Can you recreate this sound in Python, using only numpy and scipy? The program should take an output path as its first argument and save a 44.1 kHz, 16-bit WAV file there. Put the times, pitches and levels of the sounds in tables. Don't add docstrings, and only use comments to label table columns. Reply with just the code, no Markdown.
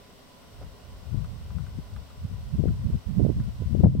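import sys
import numpy as np
from scipy import signal
from scipy.fft import rfft, irfft
from scipy.io import wavfile
from scipy.ndimage import uniform_filter1d

SR = 44100
rng = np.random.default_rng(int(sys.argv[2]) if len(sys.argv) > 2 else 0)


def dump_mix(stems):
    frames = np.atleast_2d(stems).T
    limited = np.clip(frames, -1, 1)
    pcm = np.round(limited * 32767).astype(np.int16)
    wavfile.write(sys.argv[1], SR, pcm)


N = 176400

# (time [s], relative level [dB])
GUSTS_LEFT = [(0.3, -65), (0.5, -57), (0.58, -47), (0.65, -34), (0.84, -59), (0.94, -39), (0.98, -47),
              (1.06, -37), (1.148, -21.5), (1.27, -32), (1.3, -52), (1.59, -23), (1.7, -38.0), (1.792, -27),
              (1.85, -51.5), (1.94, -31.5), (2.02, -35.5), (2.06, -47), (2.14, -45.5), (2.25, -31),
              (2.28, -49), (2.318, -26), (2.41, -35), (2.54, -43), (2.59, -16.5), (2.629, -21.5),
              (2.708, -16), (2.75, -30), (2.852, -27), (2.881, -43), (2.95, -15.5), (3.0, -45), (3.06, -53),
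              (3.19, -29), (3.23, -30), (3.28, -29.2), (3.33, -39.7), (3.37, -23), (3.43, -29.6),
              (3.478, -22), (3.54, -40), (3.63, -35.5), (3.661, -20.5), (3.792, -18.5), (3.807, -7.5),
              (3.823, -34.5), (3.841, -4), (3.875, -7), (3.91, -21), (3.99, -16)]
GUSTS_RIGHT = [(0.3, -68), (0.5, -52.5), (0.62, -36), (0.8, -56.5), (0.86, -41), (0.98, -40.5), (1.03, -52),
               (1.23, -47), (1.298, -29.5), (1.55, -40), (1.63, -51.6), (1.7, -35), (2.01, -41),
               (2.06, -48), (2.16, -49), (2.252, -23), (2.29, -39), (2.509, -32), (2.551, -18), (2.59, -40),
               (2.712, -23.5), (2.82, -30), (2.861, -17.5), (2.99, -32), (3.03, -88), (3.072, -20.5),
               (3.15, -24.2), (3.18, -14), (3.3, -17.5), (3.34, -24), (3.4, -21.5), (3.48, -38),
               (3.59, -31), (3.62, -21.5), (3.71, -48), (3.82, -23.5), (3.849, -8.5), (3.95, -23.5),
               (3.99, -12.5)]
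# (time [s], peak [dB], centre [Hz], side [0 left, 1 right])
EDDY_POPS = [(1.145, -24, 187, 0), (1.789, -21, 101, 0), (2.591, -14.5, 149, 0), (2.601, -15.5, 205, 0.033),
             (2.639, -15.5, 320, 0), (2.657, -16, 324, 0), (2.678, -18.5, 294, 0), (2.706, -19, 170, 0),
             (2.903, -26.5, 280, 1), (2.946, -18, 215, 0), (3.198, -16, 340, 1), (3.205, -15, 354, 1),
             (3.219, -9.5, 210, 1), (3.2505, -13, 360, 1), (3.266, -12.5, 330, 1), (3.294, -14.5, 340, 1),
             (3.301, -11, 220, 1), (3.317, -27, 300, 1), (3.622, -22.5, 287, 1), (3.7513, -14, 348, 0),
             (3.773, -25.5, 290, 0), (3.807, -10.5, 197, 0), (3.838, -10.5, 440, 0), (3.846, -12.5, 400, 1),
             (3.858, -8.5, 447, 0), (3.869, -11, 380, 0), (3.878, -31, 307, 0), (3.952, -15, 294, 0)]
# (time [s], level [dB], left minus right [dB])
HANDLING_TICKS = [(1.243, -45.5, -2), (1.505, -52.5, 5), (1.584, -50, 5), (1.664, -50.5, 6),
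                  (1.962, -47, -3), (2.103, -50, 7), (2.681, -48, 2), (3.399, -48.5, 3)]
# (time [s], level [dB])
DULL_KNOCKS = [(.092, -53.5), (0.612, -45)]
# (centre [Hz], width [Hz], level [dB])
WHIRR_BANDS = [(400, 14, -71), (613, 14, -78.5), (999, 24, -66), (2990, 35, -78.5)]
# (frequency [Hz], relative density [dB])
RUMBLE_SPECTRUM = [(12, -60), (30, -14.5), (55, -1.5), (80, -1), (125, -0.5), (200, -5.5), (270, -20),
                   (350, -31), (600, -44), (1500, -86.5)]
WAKE_SPECTRUM = [(100, -43), (200, 15), (300, 4), (450, -4.5), (650, -10), (900, -26), (1200, -32),
                 (2000, -48.5), (5000, -67.5)]
TICK_SPECTRUM = [(400, -14), (850, -5), (1120, 0), (1280, -4), (1480, -2), (1700, -13), (3500, -18),
                 (8000, -35)]
KNOCK_SPECTRUM = [(150, 7.5), (400, 5), (750, 1.5), (1050, -10), (1400, -6), (4000, -42)]
RUSH_SPECTRUM = [(20, -1.5), (80, -1), (250, 1), (350, -9.5), (410, -2.5), (480, -6), (540, -3.5),
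                 (700, -6), (850, -11), (1100, -8.5), (1280, -16), (1450, -11), (1700, -21), (1950, -14),
                 (2300, -22), (2900, -17), (4000, -37.5)]
HISS_SPECTRUM = [(100, -4), (1000, -7.5), (2300, -3), (3300, 1.5), (5900, -1), (6250, -5), (6520, -16.5),
                 (6800, -8), (7400, -5), (9000, -5), (9750, -9.5), (10300, -25), (10900, -12.5),
                 (12200, -9), (15800, -10)]


def undb(db):
    return 10 ** (np.asarray(db) / 20)


def unit(x):
    return x / np.sqrt(np.mean(x ** 2))


def noise(spectrum):
    hz, db = np.array(spectrum).T
    bins_hz = np.maximum(np.arange(N // 2 + 1) * SR / N, 1)
    gain = undb(np.interp(np.log(bins_hz), np.log(np.sort(hz)), db))
    return unit(irfft(rfft(rng.standard_normal(N)) * gain, N))


def smooth(x, window_s):
    size = max(int(window_s * SR), 1)
    return uniform_filter1d(uniform_filter1d(x, size), size)


def drift(rate_hz):
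    draws = rng.standard_normal(1024)
    step = (np.arange(N) * rate_hz / SR).astype(int)
    return unit(smooth(draws[step % len(draws)], 1 / rate_hz))


def flatten(x):
    return x / np.sqrt(smooth(x ** 2, window_s=.035) + 1e-9)


def wind_rumble(t, gusts, split_hz=100, neutral_db=-19):
    level_db = np.interp(t, *np.array(gusts).T) + drift(rate_hz=40)
    air = noise(RUMBLE_SPECTRUM)
    low = signal.sosfiltfilt(signal.butter(2, split_hz, fs=SR, output="sos"), air)
    bright_db = np.minimum(1.2 * (level_db - neutral_db), 5)
    envelope = smooth(undb(level_db), window_s=.012)
    return envelope * flatten(low + (air - low) * undb(bright_db))


def eddies(t, wake_db=-12, wake_s=0.0066):
    pops, wake = np.zeros((2, N)), np.zeros((2, N))
    for at_s, peak_db, centre_hz, side in EDDY_POPS:
        port = int(side > .5)
        phase_sq = (np.pi * centre_hz * (t - at_s)) ** 2
        pops[port] += undb(peak_db) * (2 * phase_sq - 1) * np.exp(-np.minimum(phase_sq, 50))
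        wake[port] += undb(peak_db + wake_db) * np.exp(-np.abs(t - at_s) / wake_s)
    flutter = np.array([flatten(noise(WAKE_SPECTRUM)) for _ in range(2)])
    return pops + wake * flutter


def air_bump(t, at_s=3.8435, thud_hz=126, decay_s=0.025, spike_width_s=0.0004):
    age_s = np.maximum(t - at_s, 0)
    thud = undb(-8) * np.sin(2 * np.pi * thud_hz * age_s) * np.exp(-age_s / decay_s)
    spike = undb(-16.5) / (1 + ((t - at_s) / spike_width_s) ** 2) ** 2
    return np.array([thud - spike, thud * undb(-5.5)])


def handling_ticks(t, decay_s=0.009):
    envelope = np.zeros((2, N))
    for at_s, level_db, pan_db in HANDLING_TICKS:
        gains = undb(level_db + np.array([[pan_db], [-pan_db]]) / 2)
        envelope += gains * (t >= at_s) * np.exp(-np.abs(t - at_s) / decay_s)
    shared = noise(TICK_SPECTRUM)
    return envelope * np.array([unit(shared + .5 * noise(TICK_SPECTRUM)) for _ in range(2)])


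def knocks(t, decay_s=0.029):
    envelope = sum(undb(level_db) * (t >= at_s) * np.exp(-np.abs(t - at_s) / decay_s)
                   for at_s, level_db in DULL_KNOCKS)
    return envelope * noise(KNOCK_SPECTRUM)


def distant_rush(level_db=-53, drift_db=.5, correlation=0.34):
    shared = np.sqrt(correlation) * noise(RUSH_SPECTRUM)
    sides = []
    for _ in range(2):
        own = np.sqrt(1 - correlation) * noise(RUSH_SPECTRUM)
        sides.append((shared + own) * undb(level_db + drift_db * drift(rate_hz=4.96)))
    return np.array(sides)


def camera_whirr(t):
    whirr = np.zeros(N)
    for centre_hz, width_hz, level_db in WHIRR_BANDS:
        phase = 2 * np.pi * centre_hz * t
        whirr += undb(level_db) * (drift(width_hz) * np.sin(phase) + drift(width_hz) * np.cos(phase))
    return whirr


def microphone_hiss(level_db=-59):
    return undb(level_db) * noise(HISS_SPECTRUM)


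def scene():
    t = np.arange(N) / SR
    rumble = np.array([undb(-1) * wind_rumble(t, GUSTS_LEFT), undb(-2.5) * wind_rumble(t, GUSTS_RIGHT)])
    wind = rumble + eddies(t) + air_bump(t)
    taps = handling_ticks(t) + knocks(t)
    self_noise = np.array([camera_whirr(t) + microphone_hiss() for _ in range(2)])
    return wind + taps + distant_rush() + self_noise


def record(dry, threshold_db=-5.5, ratio=2.3, release_s=1.5, cutoff_hz=15760):
    peak_db = 20 * np.log10(np.abs(dry).max(axis=0) + 1e-9)
    reduction_db = np.maximum(peak_db - threshold_db, 0) * (1 - 1 / ratio)
    release = np.exp(-np.arange(N) / SR / release_s)
    held_db = np.maximum.accumulate(reduction_db / release) * release
    duck_db = smooth(held_db, window_s=0.001)
    lowpass = signal.ellip(10, .1, 80, cutoff_hz, fs=SR, output="sos")
    return signal.sosfilt(lowpass, dry * undb(-duck_db))


dry = scene()
out = record(dry)
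dump_mix(out)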